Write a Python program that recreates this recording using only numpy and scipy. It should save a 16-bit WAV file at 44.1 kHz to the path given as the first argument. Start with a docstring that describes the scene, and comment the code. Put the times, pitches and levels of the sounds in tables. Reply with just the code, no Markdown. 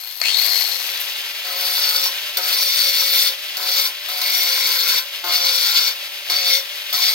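"""Angle grinder on a floor tile

A hand-held grinder coasts with rattling gears, is switched on with a knock and spins up.
Its disc is then pressed seven times on a ceramic tile: grit scrapes, the steel disc rings
and the tile judders and drones, while the motor sags under the load and its fan keeps rushing."""
import sys
import numpy as np
from scipy import signal
from scipy.fft import rfft, irfft, next_fast_len
from scipy.io import wavfile

SR = 44100
rng = np.random.default_rng(int(sys.argv[2]) if len(sys.argv) > 2 else 0)


def unload_audio(sound):
    """Save the sound as a 16-bit wav file, at the path given as the first command line argument."""
    columns = np.transpose(np.atleast_2d(sound))
    # keep every value between -1 and 1, then stretch to whole-number steps
    steps = np.round(np.clip(columns, -1, 1) * 32767)
    wavfile.write(sys.argv[1], SR, steps.astype(np.int16))


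N = 314874
TIME = np.arange(N) / SR

# Passes over the tile; levels in all tables are relative, set before the mix:
# (lands [s], lifts [s], landing [dB], time to bite [s], scrape [dB], squeal over scrape [dB],
#  skating time [s], judder [dB], bounce over judder [dB], drone [dB], drone loudest at [s])
PASSES = [ (1.448, 2.068, -16, 0.27, -21.5, -19, 0.33, -34, -2.5, -42.5, 1.55),
          (2.37, 3.276, -3, 0.15, -19.5, -9.5, 0.18, -37, 9, -43.5, 3.08),
          (3.569, 3.861, -9, 0.11, -22, -12.5, 0.18, -37, 6, -51, 3.68),
          (4.086, 4.985, -12, 0.18, -20, -5, .42, -36, -2, -41.5, 4.44),
          (5.242, 5.884, -10, 0.072, -19, -8, 0.25, -39.5, 13.5, -40.5, 5.42),
          (6.2983, 6.577, -2, 0.014, -20.5, -6, 0.22, -42, 11, -38, 6.58),
          (6.927, 7.2, -4, 0.01, -20, -9, 0.19, -37.5, 0.5, -70, 6.98), ]
# the hand leans harder on the tool: (time [s], length [s], extra scrape [dB])
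PRESSES = [(1.855, 0.14, 2), (3.2, 0.15, 2.5), (3.783, 0.064, 3.5), (4.89, .08, 2), (5.316, 0.023, 1.5),
           (5.77, 0.046, 5.5), (6.518, 0.067, 4.5), (7.046, 0.068, 5)]
# the rim catches on the tile: (time [s], level [dB])
CATCHES = [(1.9592, -5), (4.215, -4), (5.3228, -10)]
# disc speed at work, sagging under load: (time [s], speed [turns/s])
WORK_SPEED = [(1.45, 181.4), (1.7, 182), (2.05, 181.3), (2.35, 183), (2.6, 181.4), (3.0, 181.2),
              (3.3, 178.6), (3.57, 184), (3.87, 179), (4.12, 183), (4.4, 179.6), (4.62, 173.5), (4.86, 170),
              (5.27, 177.6), (5.87, 171.3), (6.38, 181.2), (6.6, 178.3), (6.95, 182)]
# tone of the scraping grit: (frequency [Hz], level [dB])
SCRAPE_SPECTRUM = [(100, -78), (250, -46), (400, -32), (900, -34), (1500, -5.5), (2300, 0), (3000, 1.5),
                   (4400, 14), (5200, 6), (6500, -31.5), (8000, -30.5), (10500, -4.5), (13000, -3.5),
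                   (16000, -16)]
# ring of the steel disc: (frequency [Hz], width [Hz], level [dB])
DISC_MODES = [(2243, 37, -18), (2391, 69, -10.5), (3385, 33, -18), (3594, 29, 2), (3815, 35, -4.5),
              (3800, 24, -15), (4254, 85, -7), (4630, 94, -12), (4480, 128, 0.5), (4884, 31, -0.5),
              (5590, 73, 3.5), (6106, 60, -11.5), (6646, 65, -10), (7180, 54, -5.5), (8080, 120, -16.5),
              (8545, 63, -10), (9310, 37, -5), (10040, 98, -15), (10990, 56, -10), (12043, 37, 0.5),
              (13850, 150, -3), (13650, 110, -8.5), (14600, 48, -17), (15024, 45, -13), (15700, 110, -7)]
# squeal of the biting disc: (frequency [Hz], width [Hz], level [dB])
SQUEAL_MODES = [(2210, 110, -4.5), (2390, 49, -11)]
# rasp of the labouring disc: (frequency [Hz], width [Hz], level [dB])
RASP_MODES = [(1463, 43, 2.5), (1637, 50, -0.5)]
# dull ring of the tile on its battens: (frequency [Hz], width [Hz], level [dB])
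TILE_MODES = [(339.7, 16.4, -8.5), (475, 22, -11), (536, 8.7, 5), (652, 60, -2.5), (714, 13, -4.5),
              (810, 16, -7), (939, 41, -8), (1025, 41, 4), (1280, 58, 5), (1445, 89, -0.5), (1720, 59, -29)]
# overtones of the disc's wobble: (order [cycles/turn], level [dB])
WOBBLE_ORDERS = [(2, -15.5), (5, -9), (7, -11), (8, -6), (12, -2.5)]
# gear teeth slam together: (time [s], level [dB])
KNOCKS = [(0.0543, -22), (0.1328, -24), (0.2154, -0.5), (0.297, -4), (0.3339, -18), (0.3974, -9),
          (0.5294, -11), (0.57, -10), (0.5774, -2.5), (0.72, -6), (0.7586, -10)]
# rattle of case, pinion and dry clatter, a row each:
# (coasting [dB], sets in [s], attack [s], under torque [dB], release [dB/s], settled [dB])
RATTLES = [(-38, 0.222, 0.033, -21, 50, -55), (-38, 0.348, 0.029, -28, 28, -64),
           (-47, 0.218, 0.034, -34, 23.5, -60)]
# ring of the gear case: (frequency [Hz], width [Hz], level [dB])
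CASE_MODES = [(730, 84, -17), (2130, 370, -7), (4264, 120, 6.5), (4380, 100, 6)]
# high ring of the pinion: (frequency [Hz], width [Hz], level [dB])
PINION_MODES = [(12240, 300, 7), (12350, 270, -11), (15470, 410, -11)]
# dull ring of the motor housing: (frequency [Hz], width [Hz], level [dB])
HOUSING_MODES = [(694, 66, -2), (1250, 270, 0), (2000, 650, 5)]
# tone of the dry gear clatter: (frequency [Hz], level [dB])
CLATTER_SPECTRUM = [(40, -20), (200, -23), (400, -14.5), (700, -5.5), (1300, -6.5), (2000, -4.5),
                    (3300, 4.5), (4800, 4), (7000, -4.5), (10500, -8), (12700, -32), (14500, -7),
                    (16000, -6.5)]
# tone of the fan's air: (frequency [Hz], level [dB])
FAN_SPECTRUM = [(40, -42), (100, -41), (200, -34.5), (330, -20.5), (600, -14.5), (1200, -12), (2100, -3),
                (3100, 1.5), (4600, -2.5), (7800, -18), (10500, -18), (12200, -9), (16000, -15)]
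# sound common to both microphone ports: (frequency [Hz], share of power [0-1])
STEREO_LIKENESS = [(100, 0.32), (450, 0.75), (1000, 0.71), (2200, 0.52), (4200, 0.77), (8000, 0.23),
                   (13000, 0.34)]
# balance of the ports: (frequency [Hz], left over right [dB])
STEREO_BALANCE = [(60, 2.3), (110, 1.6), (200, 4.3), (380, 5.9), (700, 6.6), (1290, 4.6), (2380, 0.44),
                  (4400, 3.6), (8120, 5.4), (15000, 4.3)]
# phase between the ports: (frequency [Hz], left leads by [rad])
STEREO_PHASE = [(600, .1), (1300, -1), (2000, -.3), (2400, -.8), (2900, 2.4), (3600, 1.5), (4500, .9),
                (6000, 2.3), (6400, -.6), (7600, -2.6), (9300, 1.2), (11500, 0), (12600, 1.8), (14000, .2)]

GEAR_RATIO, MESH_ORDER, THROB_HZ = 3.285, 36, 100
SWITCH_ON_S, TORQUE_EASES_S = .2147, 0.59
COAST_TURNS_PER_S, GAIN_TURNS_PER_S, HALF_GAIN_S = 47, 163, .25
FIRST_TOUCH_DB, LIFT_DB_PER_S = -12.5, 349   # scrape before the disc bites; fade as it lifts
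BOUNCE_DECAY_S, JUDDER_LINGERS_S = 0.14, 0.028
RASP_DB, LABOURING_TURNS_PER_S = -13, 166.6   # the rasp would be full at this speed
SKATE_DRONE_DB, BITTEN_DRONE_DB, SKATE_END_S = -43.5, -67.5, 0.022
DRONE_SWELL_DB, DRONE_SWELL_S = 7.5, 0.11
PINION_TICK_S, PINION_TICK_DB = 1, -22.5
WHINE_DB, WHINE_ATTACK_S, WHINE_HOLD_S, WHINE_FALL_DB_PER_S = -20, 0.043, .13, 42
FAN_DB, GEAR_PAN_DB, CUTOFF_HZ = -30, 3.5, 15850


def grinding(speed, turns):
    """Grit sets the steel disc ringing and shakes the tile under it."""
    scrape, squeal, judder = contact()
    touchdowns = [(lands, db) for lands, _, db, *_ in PASSES]
    crunch = noise() * blows(touchdowns + CATCHES, decay_s=0.0066)
    force = scrape * grit(turns, repeat=0.28, rough_db=1.25) + from_db(-10.5) * crunch
    steel = from_db(-2.0) * resonate(force, DISC_MODES, sway_db=1.5)
    steel += from_db(-5.0) * colour(force, SCRAPE_SPECTRUM)
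    bite = from_db(-7.5) * squeal * grit(turns, repeat=0.45, rough_db=3.0)
    steel += resonate(bite, SQUEAL_MODES, sway_db=1.0)
    sag = (speed.max() - speed) / (speed.max() - LABOURING_TURNS_PER_S)
    steel += resonate(from_db(RASP_DB) * np.clip(sag, 0, 1) * force, RASP_MODES)
    # a light touch rings brighter than a hard one; the sizzle fades as the edge is ground smooth
    bright_db = 3 - 30 * scrape + np.interp(TIME, [2.8, 6.4], [1.3, -2.5]) + 1.1 * drift(18)
    treble = signal.sosfiltfilt(highpass(7500), steel)
    steel += treble * (from_db(bright_db) - 1)
    shake = from_db(-3.5) * judder * grit(turns, repeat=0.51, rough_db=4.1)
    tile = resonate(shake + from_db(-30) * crunch, TILE_MODES, sway_db=2.5)
    return steel + signal.sosfilt(highpass(280, order=4), tile)


def grit(turns, repeat, rough_db, grains=240):
    """Grains on the rim come round every turn and slowly wear; the rest is fresh chipping."""
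    under_rim = (turns % 1 * grains).astype(int)
    rim = rng.standard_normal((2, 3, grains))[:, :, under_rim]
    wear = 2.0 * drift(1.64)
    worn = rim[0] * np.cos(wear) + rim[1] * np.sin(wear)
    pulse = throb(turns + 0.19 * drift(18.0), depth=0.29) * throb(THROB_HZ * TIME, depth=0.091)
    roughness = from_db(rough_db * drift(175) + .9 * drift(25))
    return unit_power(pulse * roughness) * (np.sqrt(repeat) * worn + np.sqrt(1 - repeat) * noise())


def contact():
    """Envelopes of scrape, squeal and judder: the disc bounces, bites in, is leant on and lifts."""
    scrape = squeal = judder = 0
    for lands, lifts, _, bite_s, scrape_db, squeal_db, _, judder_db, bounce_db, _, _ in PASSES:
        age = np.maximum(TIME - lands, 0)
        touch_db = FIRST_TOUCH_DB * np.maximum(1 - age / bite_s, 0)
        cut = held(lands, lifts) * from_db(scrape_db + touch_db)
        scrape += cut
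        squeal += cut * from_db(squeal_db)
        shake_db = judder_db + bounce_db * np.exp(-age / BOUNCE_DECAY_S)
        judder += held(lands, lifts + JUDDER_LINGERS_S) * from_db(shake_db)
    lean = from_db(sum(db * swell(s, length / 2) for s, length, db in PRESSES))
    return scrape * lean, squeal * lean, judder


def drone(turns):
    """The wobbling disc hums on the tile: fourth order as it skates, third order as it cuts."""
    third = fourth = 0
    for lands, lifts, _, _, _, _, skate_s, _, _, drone_db, loudest in PASSES:
        down = held(lands, lifts + JUDDER_LINGERS_S)
        skating = (1 - np.tanh((TIME - lands - skate_s) / SKATE_END_S)) / 2
        third += down * from_db(drone_db + DRONE_SWELL_DB * (swell(loudest, DRONE_SWELL_S) - 1))
        fourth += down * from_db(BITTEN_DRONE_DB + skating * (SKATE_DRONE_DB - BITTEN_DRONE_DB))
    phase = 2 * np.pi * turns
    wobble = hum = 0
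    for order, db in WOBBLE_ORDERS:
        wobble += from_db(db + 3.1 * drift(5.9)) * np.sin(order * phase + .5 * drift(5.7))
    for order, gain in [(3, third), (4, fourth)]:
        hum += gain * from_db(4.0 + 0.64 * drift(8.6)) * np.sin(order * phase + 1.1 * drift(4.5))
    _, _, judder = contact()
    return straight_only(from_db(-4.5) * judder * wobble + hum)


def gears(turns):
    """Loose teeth knock and rattle in rapid bursts; the jolt of switch-on kicks the housing."""
    case_gain, pinion_gain, clatter_gain = [rattle_gain(*part) for part in RATTLES]
    pinion_gain += blows([(PINION_TICK_S, PINION_TICK_DB)], decay_s=0.013)
    # how strongly the rattle pulses at 100 Hz
    throb_depth = 0.44 * np.interp(TIME, [.211, .215, .6, .9], [1.0, 0.75, 0.6, 0.85])
    pulse = throb(THROB_HZ * TIME + 0.33 * drift(7.5) + 0.39, throb_depth)
    bursts = unit_power(pulse * from_db(2.0 * drift(130)))
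    slams = noise() * blows(KNOCKS, decay_s=0.0018)
    teeth = noise() * bursts
    # the case rings most while the mesh sweeps through its modes
    in_tune = np.interp(TIME, [.3, .38, .75, .95], [0.78, 1, 0.88, 0.37])
    case = resonate(from_db(-3.0) * teeth * case_gain * in_tune + from_db(-10.0) * slams, CASE_MODES)
    pinion = resonate(teeth * pinion_gain + from_db(-30) * slams, PINION_MODES)
    clatter = colour(from_db(7.5) * noise() * bursts * clatter_gain, CLATTER_SPECTRUM)
    kick = resonate(noise() * blows([(SWITCH_ON_S, -13)], decay_s=0.0017), HOUSING_MODES)
    return case + pinion + clatter + kick + bursts * whine(turns)


def rattle_gain(coast_db, starts, attack_s, full_db, release_db_per_s, settled_db):
    """Slack teeth rattle lightly while coasting, hard under torque, and settle as it eases."""
    attack = np.clip((TIME - starts) / attack_s, 0, 1)
    eased_db = release_db_per_s * np.maximum(TIME - TORQUE_EASES_S, 0)
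    driven_db = np.maximum(full_db - eased_db, settled_db)
    return from_db(coast_db + attack * (driven_db - coast_db))


def whine(turns):
    """Meshing teeth give a rasping whine, loudest while the motor pulls hardest."""
    age = TIME - SWITCH_ON_S
    attack = np.clip(age / WHINE_ATTACK_S, 0, 1)
    level_db = WHINE_DB - WHINE_FALL_DB_PER_S * np.maximum(age - WHINE_HOLD_S, 0)
    jitter = np.array([drift(147) for path in range(3)])
    return attack * from_db(level_db) * np.sin(2 * np.pi * MESH_ORDER * turns + 1.8 * jitter)


def motor(speed, turns):
    """Fan air grows with speed and throbs with mains and rotor; the rotor hums."""
    pace, rotor = speed / speed.max(), GEAR_RATIO * turns
    pulse = throb(THROB_HZ * TIME, depth=0.084) * throb(rotor, depth=0.41)
    air = colour(noise() * pulse * from_db(1.5 * drift(15)), FAN_SPECTRUM)
    # the vents turn away as the tool is lowered
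    vents_db = np.interp(TIME, [.3, .9, 1.3, 2.2, 3.5, 6.8], [0.76, 3.5, 2.5, 3.0, 0.85, 0.21])
    hum = from_db(-49.5 + 3.9 * drift(27.0)) * np.sin(2 * np.pi * rotor)
    return from_db(FAN_DB + vents_db) * pace ** 0.89 * air + straight_only(hum * pace ** 3)


def shaft_speed():
    """Turns per second: the disc coasts, spins up ever more slowly, then is held back by the work."""
    age = np.maximum(TIME - SWITCH_ON_S, 0)
    free_speed = COAST_TURNS_PER_S + GAIN_TURNS_PER_S * age / (age + HALF_GAIN_S)
    return np.minimum(free_speed, np.interp(TIME, *np.transpose(WORK_SPEED)))


def reflections(paths, t60, wet_db):
    """Each path carries a short, thin echo from the floor and walls."""
    age = TIME[:SR // 2]
    tail = rng.standard_normal((3, len(age))) * from_db(-60 * age / t60) * (age > .003)
    tail /= np.sqrt(np.sum(tail ** 2) / len(tail))
    tail = signal.sosfilt(highpass(1200), tail)
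    return paths + from_db(wet_db) * signal.fftconvolve(paths, tail, axes=1)[:, :N]


def stereo(paths):
    """Straight sound reaches two microphone ports out of step; each gets its own scattered sound."""
    alike = at_hz(STEREO_LIKENESS)
    spectra = rfft(paths, 2 * (len(alike) - 1))
    sides = np.array([[1], [-1]]) / 2
    straight = np.sqrt(alike) * spectra[0] * np.exp(1j * sides * at_hz(STEREO_PHASE))
    scattered = np.sqrt(1 - alike) * spectra[1:]
    return irfft((straight + scattered) * from_db(sides * at_hz(STEREO_BALANCE)))[:, :N]


def resonate(x, modes, sway_db=0):
    """Parallel resonances of unit power; with sway, each waxes and wanes as the contact moves."""
    out, power = 0, 0
    for hz, width, db in modes:
        radius = np.exp(-np.pi * width / SR)
        gain = from_db(db) * (1 - radius ** 2) / 2
        poles = [1, -2 * radius * np.cos(2 * np.pi * hz / SR), radius ** 2]
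        drive = x * unit_power(from_db(sway_db * drift(4.6))) + 1e-18
        out += signal.lfilter([gain, 0, -gain], poles, drive)
        power += gain * from_db(db)
    return out / np.sqrt(power)


def colour(x, spectrum):
    """Minimum-phase EQ that keeps the power of white noise."""
    gain = unit_power(from_db(at_hz(spectrum)))
    cepstrum = irfft(np.log(gain))
    size = len(cepstrum)
    cepstrum[1:size // 2] *= 2
    cepstrum[size // 2 + 1:] = 0
    return irfft(rfft(x, size) * np.exp(rfft(cepstrum)))[..., :N]


def highpass(hz, order=2):
    """Sections of a low-cut filter."""
    return signal.butter(order, hz, "high", fs=SR, output="sos")


def at_hz(points):
    """A frequency curve on the padded FFT grid."""
    hz, value = np.transpose(points)
    grid = np.linspace(1, SR / 2, next_fast_len(N // 2 + 4096) + 1)
    return np.interp(np.log(grid), np.log(hz), value)


def noise():
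    """White noise along three paths: straight, scattered left, scattered right."""
    return rng.standard_normal((3, N))


def straight_only(x):
    """Send a tone down the straight path alone."""
    return x * [[1], [0], [0]]


def drift(rate_hz):
    """Smooth random wander of unit power."""
    pole = np.exp(-40 * np.pi * rate_hz / SR)   # runs at a twentieth of the sample rate
    slow = signal.lfilter([1], [1, -2 * pole, pole * pole], rng.standard_normal(N // 20 + 4002))[4000:]
    return np.interp(np.arange(N) / 20, np.arange(len(slow)), unit_power(slow))


def held(lands, lifts):
    """Envelope of one pass: quick attack, hold, steady fall in dB."""
    attack = np.clip((TIME - lands) / .014 + .75, 0, 1)
    return attack * from_db(-LIFT_DB_PER_S * np.maximum(TIME - lifts, 0))


def blows(events, decay_s):
    """Envelope of sharp hits that die fast."""
    out = np.zeros(N)
    for s, db in events:
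        start = int(s * SR)
        age = TIME[:min(N - start, SR // 10)]
        out[start:start + len(age)] += from_db(db) * np.exp(-age / decay_s)
    return out


def throb(cycles, depth):
    """A swell once a cycle, of unit power."""
    return unit_power(np.exp(depth * np.cos(2 * np.pi * cycles)))


def swell(centre, width):
    """A smooth bump of height 1."""
    return np.exp(-((TIME - centre) / width) ** 2)


def from_db(db):
    """Decibels to gain."""
    return 10 ** (np.asarray(db) / 20)


def unit_power(x):
    """Scale to an RMS of 1."""
    return x / np.sqrt(np.mean(x ** 2) + 1e-20)


def scene():
    """One shaft speed drives gears, fan and disc; the gear case faces left."""
    speed = shaft_speed()
    turns = np.cumsum(speed) / SR
    rattle = reflections(gears(turns), t60=0.13, wet_db=-7.0)
    cutting = reflections(motor(speed, turns) + grinding(speed, turns), t60=0.12, wet_db=-5)
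    gear_pan = from_db([[GEAR_PAN_DB], [-GEAR_PAN_DB]])
    return stereo(rattle) * gear_pan + stereo(cutting + drone(turns))


def record(dry):
    """A soft clip rounds the highest peaks and a steep low-pass cuts the top."""
    rounded = dry / (1 + (dry / .88) ** 8) ** .125
    lowpass = signal.ellip(12, .1, 90, CUTOFF_HZ, fs=SR, output="sos")
    return signal.sosfilt(lowpass, rounded)


dry = scene()
out = record(dry)
unload_audio(out)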